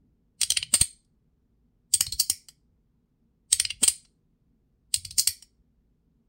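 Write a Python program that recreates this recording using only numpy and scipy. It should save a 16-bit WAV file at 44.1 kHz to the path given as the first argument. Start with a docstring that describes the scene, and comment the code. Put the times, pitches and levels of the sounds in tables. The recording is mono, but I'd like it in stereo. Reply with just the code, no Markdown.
"""A quiet room: close above a table, a metal magnetic slider is worked in one hand: shut, open, shut, open.
In each stroke the magnets catch a plate, it bumps over detents and slams into its end stop.
Each impact is a noise force that cracks and excites damped plate modes, which the fingers muffle.
The hand takes up each jolt with a soft thud; hard stops puff air at the left microphone port; low noise swells.
The room answers with decaying noise, over a faint rumble and hiss."""
import sys
import numpy as np
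from scipy import signal
from scipy.fft import rfft, irfft
from scipy.io import wavfile
from scipy.ndimage import uniform_filter1d, minimum_filter1d

SR = 44100
rng = np.random.default_rng(int(sys.argv[2]) if len(sys.argv) > 2 else 0)


def generate_wav(sig):
    """Save sig (samples, or channels by samples) to the path in sys.argv[1] as 16-bit PCM at SR."""
    pcm = np.round(np.clip(np.atleast_2d(sig).T, -1, 1) * 32767).astype(np.int16)
    wavfile.write(sys.argv[1], SR, pcm)


N = 276948  # samples in the scene
EVENT_S = np.arange(-2646, 3969) / SR  # time axis of one event, its impact at zero

# Impacts of the plates: [t/s, kind, level/dB, brightness/(dB per octave), chatter decay/ms,
# f/Hz of the ping that the grip leaves free, ping level/dB re the impact]
SNAPS = [(0.4152, "catch", -20.5, 0.5, 3.7, 8850, -11.5), (0.4329, "catch", -21.5, 0, 2.3, 4740, -6),
         (0.504, "catch", -18.5, 1.5, 2.4, 3160, -5), (0.5201, "catch", -26.5, -2, 1.4, 6000, -7),
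         (0.5723, "drag", -17, 0, 2.7, 9130, -11.5), (.6285, "drag", -27.5, -2, 2.9, 3040, -3),
         (0.7399, "shut", -13.5, 0, 8.7, 8640, -7.5), (0.8124, "shut", -16.5, 1, 2.2, 8640, -6),
         (1.0492, "step", -76.5, 5, 2.5, 4270, -21), (1.9384, "catch", -18, 4, 3, 8160, -1),
         (1.9477, "catch", -26.5, 5.5, 4.1, 9600, -10.5), (2.0076, "open", -17.5, -0.5, 1.4, 6570, -8),
         (2.0671, "step", -34, -1, 2, 4270, 1), (2.1239, "step", -30.5, 4, 5.3, 4270, 0.5),
         (2.1982, "skid", -16.5, 0.5, 5.3, 8640, -13.5), (2.2994, "open", -18.5, 2, 5.6, 5540, -13.5),
         (2.486, "open", -45, -2, 3.7, 4900, -10), (3.529, "catch", -16, 1, 1.2, 8430, -3.5),
         (3.5992, "catch", -19, -0.5, 2.6, 9130, -5.5), (3.652, "drag", -24, -1, 1.5, 4900, -4),
         (3.705, "drag", -27.5, -1, 3, 2850, -2.5), (3.8318, "shut", -14.5, 0, 4.4, 8430, -8),
         (3.8793, "shut", -15, 1.5, 2.7, 9130, -7), (4.0506, "step", -60, -5.5, 2.8, 4270, -5),
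         (4.9418, "catch", -19.5, 3, 2.9, 8850, -10), (4.961, "step", -34.5, 2, 1.5, 4580, -13),
         (5.0491, "step", -34.5, 0.5, 8.3, 4580, -8), (5.1088, "step", -39, 1.5, 5.9, 4270, -6.5),
         (5.1831, "skid", -16, .5, 12.3, 8430, -11.5), (5.274, "open", -16, 2, 5.1, 4740, -11),
         (5.425, "open", -47.5, -1, 3.2, 5540, -4)]
# Kinds of impact: the magnets "catch"; closing, a plate "drag"s over dull detents and slams "shut";
# it "step"s over light detents while opening, or ticks faintly after a closing stroke;
# opening, it "skid"s along its rails and hits the "open" stop.
# kind: [scrape swell/ms, scrape level/dB re contact, contact softness/ms, muffled band level/dB,
# left minus right level/dB, room send level/dB, thud level/dB re the impact]
KINDS = {"catch": (7, -27, 1, -10, -1.5, 2, -27.5), "drag": (5.5, -15.5, 1.94, -10.5, -.5, 0.5, -30.5),
         "shut": (9.5, -20.5, 1.12, -2.5, 1.63, 4, -30), "step": (5, -26, 2.1, -6.5, -1, 4, -6),
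         "skid": (6.5, -19, 1.1, -14.5, -3, 5.5, -37), "open": (5, -23.5, 1, -4.5, -4, 2.5, -26)}
# Tone of each kind before its brightness tilt; kind: [knock, clack, clink, ring, tick relative level/dB]
TONES = {"catch": (-28, -8, -4.5, -3.5, -14), "drag": (-31.5, -1, -7.5, -12, -26.5),
         "shut": (-22, -8.5, -8, -1.5, -12.5), "step": (-29, -10.5, -3, -7, -13.5),
         "skid": (-33.5, -18.5, -1.5, -8.5, -5.5), "open": (-25, -11.5, -7, -5, -6)}
# Registers of the metal, knock, clack, clink, ring and tick: [lower f/Hz, upper f/Hz]
REGISTERS = [(250, 1750), (2000, 3700), (3700, 7000), (7000, 10000), (10000, 16500)]
# Modes of the plates before the grip alters them: [f/Hz, undamped t60/s, relative level/dB]
PLATE_MODES = [(2250, .025, -19), (2850, .025, -5), (3040, .03, 1), (3160, .03, 3), (3390, .025, 2),
               (3900, .025, -10), (4270, .04, -5), (4580, .03, -1), (4740, .025, -1), (4900, .03, 0),
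               (5100, .02, -2), (5540, .02, -2), (6000, .02, -6), (6570, .025, -2), (7400, .03, -6),
               (7740, .03, -4), (8160, .035, 2), (8430, .03, 2), (8640, .04, 2), (8850, .03, 2),
               (9130, .03, 0), (9600, .012, -12), (10180, .02, -7), (15700, .06, -7.5)]
# Colour of the bare metal contact: [f/Hz, relative level/dB]
CONTACT_COLOUR = [(200, -16), (600, -15), (1250, -10), (1700, -12), (2050, -13), (2450, -10), (3100, 2),
                  (4000, -2.5), (5100, 2.5), (6500, -1), (8600, 2), (9800, -2), (12500, -6), (16000, -9)]
# Band of the plates that the fingers damp most; kind: centre f/Hz
MUFFLED_HZ = {"catch": 7530, "drag": 7200, "shut": 6900, "step": 7200, "skid": 3700, "open": 3800}
# Rings that end stops throw sideways into the room; kind: list of
# [f/Hz, half-width relative to f, level/dB re the impact before the room gain]
BLOOMS = {"shut": [(4200, .015, -13.5)], "skid": [(4900, .06, -6.5)], "open": [(5400, 0.068, -5),
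          (2228, 0.15, -14)]}
# Hearing of the slider at the two ports: [f/Hz, left minus right level/dB, left lead/rad]
PORTS = [(475, 4.5, 2.5), (1241, 4, -0.05), (2040, 0, 1.96), (3350, 8, 2.5), (4000, 2, 1.5),
         (5200, -1.5, 1.5), (6800, 3, -2.5), (7400, 5, 2.1), (7800, -1.5, -1), (9980, 1.5, 2.5),
         (10650, 7.5, 9.5), (16100, 9, 7)]
# Reverberation of the room: [f/Hz, t60/s, relative level/dB]
ROOM = [(300, .3, -10), (1177, 0.18, -2), (2230, 0.28, 0), (2740, 0.24, -7.5), (4300, 0.3, 0),
        (7000, 0.29, -1), (8730, 0.26, 0), (11380, 0.16, 5.5), (15500, 0.22, -3.5)]
# Air squeezed out between the plates: [t/s, f/Hz, half-length/ms, level/dB at the left port]
PUFFS = [(.739, 231, 3.9, -23), (.746, 580, 2.3, -28.5), (.816, 72.3, 4.9, -18), (.8135, 330, 1.5, -22),
         (2.01, 120, 3.9, -32), (2.3004, 270, 2.9, -36), (3.8291, 241, 5.3, -23.5), (3.837, 418, 5.06, -30),
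         (5.184, 213.3, 9.6, -45)]
# Low noise swells, rubbing during the strokes and faint swells of the background rumble:
# [t/s, half-length/ms, f/Hz, level/dB]
LOW_SWELLS = [(.03, 50, 153, -64.5), (0.601, 120, 90, -55), (2.11, 83, 82, -50.5),
              (2.73, 19.6, 53.5, -58.5), (3.72, 140, 71.8, -54.5), (5.11, 97, 79.05, -54)]
# Spectrum of the background: [f/Hz, relative spectral level/dB per Hz]
FLOOR = [(12, -36.5), (20, -7.5), (60, 3.5), (74, -6.5), (86, -9.5), (172, -2.5), (193, -12.5), (234, -2.5),
         (310, -17.5), (472, -18), (513, -27.5), (1090, -34), (1760, -40.5), (5000, -46.5), (10500, -52.5),
         (13500, -50), (16000, -50.5)]

MUFFLED_SHARE = .2  # half-width of the muffled band, relative to its centre
FIRM_DB, TICK_DB_PER_DB = -16.5, 0.06  # impacts softer than a firm one lose top treble
BLOOM_T60_S = .055
THUD_LAG_S = .007  # the flesh gives way just after the blow
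ROOM_DB, FLOOR_DB = -14.5, -67
TOP_HZ = 15950


def slider():
    """Superposition: all impacts sum into the direct sound and the sound radiated into the room."""
    direct, send = np.zeros((2, 2, N))
    for s, kind, level_db, bright_db, chatter_ms, ping_hz, ping_db in SNAPS:
        scrape_ms, scrape_db, contact_ms, muffle_db, pan_db, send_db, _ = KINDS[kind]
        contact = contacts(scrape_ms, scrape_db, contact_ms, chatter_ms)
        levels = registers(kind, level_db, bright_db)
        sound = snap(contact, MUFFLED_HZ[kind], muffle_db, ping_hz, level_db + ping_db, levels)
        pan = undb(np.array([[pan_db], [-pan_db]]) / 2)
        add(direct, s, sound * pan)
        add(send, s, sound * undb(send_db))
        for hz, width, db in BLOOMS.get(kind, []):
            add(send, s, bloom(hz, width, level_db + db))
    return direct, send


def contacts(scrape_ms, scrape_db, contact_ms, chatter_ms,
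             gap_ms=2.5, scatter=0.27, uneven=0.58, hold_ms=0.94, rise=0.6, count=8):
    """Repeated impact: a scrape swells, the blow falls, and uneven rebounds weaken on average."""
    ms = EVENT_S * 1000
    gaps = gap_ms * np.exp(scatter * rng.standard_normal(count))
    times = np.cumsum(gaps) - gaps[0]
    sizes = np.exp(-times / chatter_ms + uneven * rng.standard_normal(count))
    since = ms - times[:, None]
    # a soft contact builds up slowly; each decays with the time constant hold_ms
    constants_ms = np.where(since < 0, rise * contact_ms, hold_ms)
    blows = sizes @ np.exp(-np.abs(since) / constants_ms)
    scrape = (ms < 0) * np.exp(-np.abs(ms) / scrape_ms) * (1 - ms / ms[0])
    return blows + undb(scrape_db) * scrape


def snap(contact, muffle_hz, muffle_db, ping_hz, ping_db, levels,
         ring_db=1, apart=0.62, grip_db=5.0, damping=.75):
    """Modal excitation: a rough contact force cracks and rings plate modes that the grip selects."""
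    count = len(EVENT_S)
    # partly shared by the two channels
    grit = rng.standard_normal(count) + apart * rng.standard_normal((2, count))
    force = grit * contact
    t = EVENT_S[EVENT_S >= 0]
    hz, t60, db = np.transpose(PLATE_MODES)[:, :, None]
    detune, grip = rng.standard_normal((2, len(hz), 1))
    rings = np.sin(2 * np.pi * hz * (1 + .003 * detune) * t) * fade(t, t60 * damping)
    rung = signal.fftconvolve(force[None], rings[:, None], axes=-1)[..., :count]
    gains = undb(db + grip_db * grip)
    plates = sum(gain * unit(mode) for gain, mode in zip(gains, rung))
    crack = unit(colour(force, CONTACT_COLOUR))
    sound = crack + undb(ring_db) * unit(plates)
    low_hz, high_hz = muffle_hz * (1 - MUFFLED_SHARE), muffle_hz * (1 + MUFFLED_SHARE)
    sound = colour(sound, [(low_hz, 0), (muffle_hz, muffle_db), (high_hz, 0)])
    # the mode nearest the ping's pitch escapes the fingers and stands out
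    free = np.argmin(np.abs(hz - ping_hz))
    ping = band(rung[free], hz[free, 0] * .85, hz[free, 0] * 1.15)
    voiced = sum(burst(band(sound, lo, hi), level) for level, (lo, hi) in zip(levels, REGISTERS))
    return burst(ping, ping_db) + voiced


def registers(kind, level_db, bright_db):
    """Spectral balance: energy is shared among registers, tilted by brightness, duller when soft."""
    octaves = np.log2(np.mean(REGISTERS, axis=1))
    tone = np.array(TONES[kind]) + bright_db * octaves
    tone[-1] += TICK_DB_PER_DB * min(level_db - FIRM_DB, 0)
    return level_db + tone - 20 * np.log10(np.linalg.norm(undb(tone)))


def bloom(hz, width, level_db):
    """Directional radiation: a decaying narrow noise band is the ring an end stop throws to the room."""
    push = fade(EVENT_S, BLOOM_T60_S) * rng.standard_normal((2, len(EVENT_S)))
    return burst(band(push, hz * (1 - width), hz * (1 + width)), level_db)


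def ports(x, size=2500):
    """Diffraction: so close, the phone's body shades and delays each port differently."""
    hz, *curves = np.transpose(PORTS)
    # both curves are smoothed over size spectral bins
    db, lead = (uniform_filter1d(on_axis(hz, curve, N), size) for curve in curves)
    half = undb(db / 2) * np.exp(1j * lead / 2)
    pair = np.array([half, 1 / half])
    mean_gain = np.sqrt(np.mean(np.abs(pair) ** 2, axis=0))
    return irfft(rfft(x) * pair / mean_gain, N)


def room(x, first_s=0.0074, early_db=4, early_t60=0.12, lumpy=0.19):
    """Reverberation: lumpy early reflections from table and walls melt into a tail, its t60 set per band."""
    t = np.arange(int(.7 * SR)) / SR
    hz, t60, db = np.transpose(ROOM)
    early = fade(t - first_s, early_t60)
    noise = rng.standard_normal((2, len(t)))
    noise = noise * np.exp(lumpy * early * rng.standard_normal((2, len(t))))
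    spectrum = rfft(noise)
    tail = 0
    for share, life, level in zip(np.eye(len(hz)), t60, db):
        part = irfft(spectrum * on_axis(hz, share, len(t)), len(t))  # overlapping triangular bands
        tail = tail + undb(level) * fade(t - first_s, life) * part
    response = unit(tail * (1 + undb(early_db) * early))
    return undb(ROOM_DB) * signal.fftconvolve(x, response, axes=-1)[:, :N]


def thuds(thud_hz=78, swell_s=0.0098):
    """Impulse absorption: the hand takes up each jolt as a low damped tone, alike at both ports."""
    out = np.zeros((2, N))
    age = np.maximum(EVENT_S, 0) / swell_s
    for s, kind, level_db, *_ in SNAPS:
        db = level_db + KINDS[kind][-1]
        hz = thud_hz * np.exp(0.12 * rng.standard_normal())
        tone = np.sin(2 * np.pi * hz * EVENT_S)
        add(out, s + THUD_LAG_S, undb(db) * age * np.exp(1 - age) * tone)
    return out


def puffs(right_db=-15, turbulence=0.4):
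    """Air displacement: a pulsed tone with turbulent noise strikes mostly the left port."""
    out = np.zeros((2, N))
    for s, hz, ms, db in PUFFS:
        eddies = band(rng.standard_normal(len(EVENT_S)), hz / 2, hz * 3)
        gust = np.sin(2 * np.pi * hz * EVENT_S) + turbulence * eddies / eddies.std()
        add(out, s, undb([[db], [db + right_db]]) * swell(ms) * gust)
    return out


def low_swells():
    """Amplitude modulation: low noise bands swell and fade, as rubbing or rumble, alike at both ports."""
    out = np.zeros((2, N))
    for s, ms, hz, db in LOW_SWELLS:
        noise = band(rng.standard_normal(N), hz * 0.48, hz * 1.8)
        away = (np.arange(N) / SR - s) * 1000 / ms
        out += undb(db) * np.exp(-away ** 2 / 2) * noise / noise.std()
    return out


def floor(alike_hz=560):
    """Coherence: quiet room rumble is mostly alike in both ports, under unrelated hiss."""
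    mid, side = rng.standard_normal((2, N))
    side = colour(side, [(60, -13), (alike_hz / 2, -9), (alike_hz, -1), (1400, 0)])
    noise = colour(mid + side * np.array([[1], [-1]]), FLOOR)
    return undb(FLOOR_DB) * noise / noise.std()


def undb(db):
    """Level: decibels become an amplitude gain."""
    return 10 ** (np.asarray(db) / 20)


def on_axis(hz, values, count):
    """Interpolation: points are joined on a log-frequency axis for the spectrum of count samples."""
    return np.interp(np.log(np.fft.rfftfreq(count, 1 / SR) + 1), np.log(hz), values)


def colour(x, points):
    """Linear filtering: the spectrum of x is weighted by points of f/Hz, level/dB."""
    hz, db = np.transpose(points)
    return irfft(rfft(x) * undb(on_axis(hz, db, x.shape[-1])), x.shape[-1])


def band(x, lo, hi):
    """Band limitation: a steep causal filter passes lo to hi/Hz."""
    return signal.sosfilt(signal.butter(4, [lo, hi], "band", fs=SR, output="sos"), x)


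def unit(x):
    """Normalisation: the mean energy per channel becomes one."""
    return x / np.sqrt(np.mean(np.sum(x ** 2, axis=-1)))


def burst(x, db):
    """Equal energy: a short sound gets the energy of 20 ms at an rms level of db."""
    return undb(db) * np.sqrt(.02 * SR) * unit(x)


def fade(t, t60):
    """Exponential decay: amplitude falls by 60 dB in t60/s from time zero."""
    return (t >= 0) * np.exp(-np.log(1000) * np.abs(t) / t60)


def swell(ms):
    """Pulse envelope: a smooth rise and fall around time zero."""
    return 1 / np.cosh(np.pi / 2 * EVENT_S * 1000 / ms)


def add(out, s, x):
    """Superposition: an event on the axis EVENT_S is mixed in with its zero at s."""
    i = int((s + EVENT_S[0]) * SR)
    out[:, i:i + x.shape[-1]] += x[..., :N - i]


def scene():
    """Superposition: the slider, its room, the hand's thuds, air, low swells and background add together."""
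    direct, send = slider()
    near = ports(direct) + thuds() + puffs()
    return near + room(send) + low_swells() + floor()


def record(dry, size=45):
    """Limiting: the phone's fast gain control holds peaks to 0.97, then a low-pass cuts the top."""
    needed = np.minimum(1, .97 / np.abs(dry).max(axis=0))
    gain = uniform_filter1d(minimum_filter1d(needed, size), size)
    low_pass = signal.ellip(8, .2, 70, TOP_HZ, fs=SR, output="sos")
    return signal.sosfilt(low_pass, dry * gain)


dry = scene()
out = record(dry)
generate_wav(out)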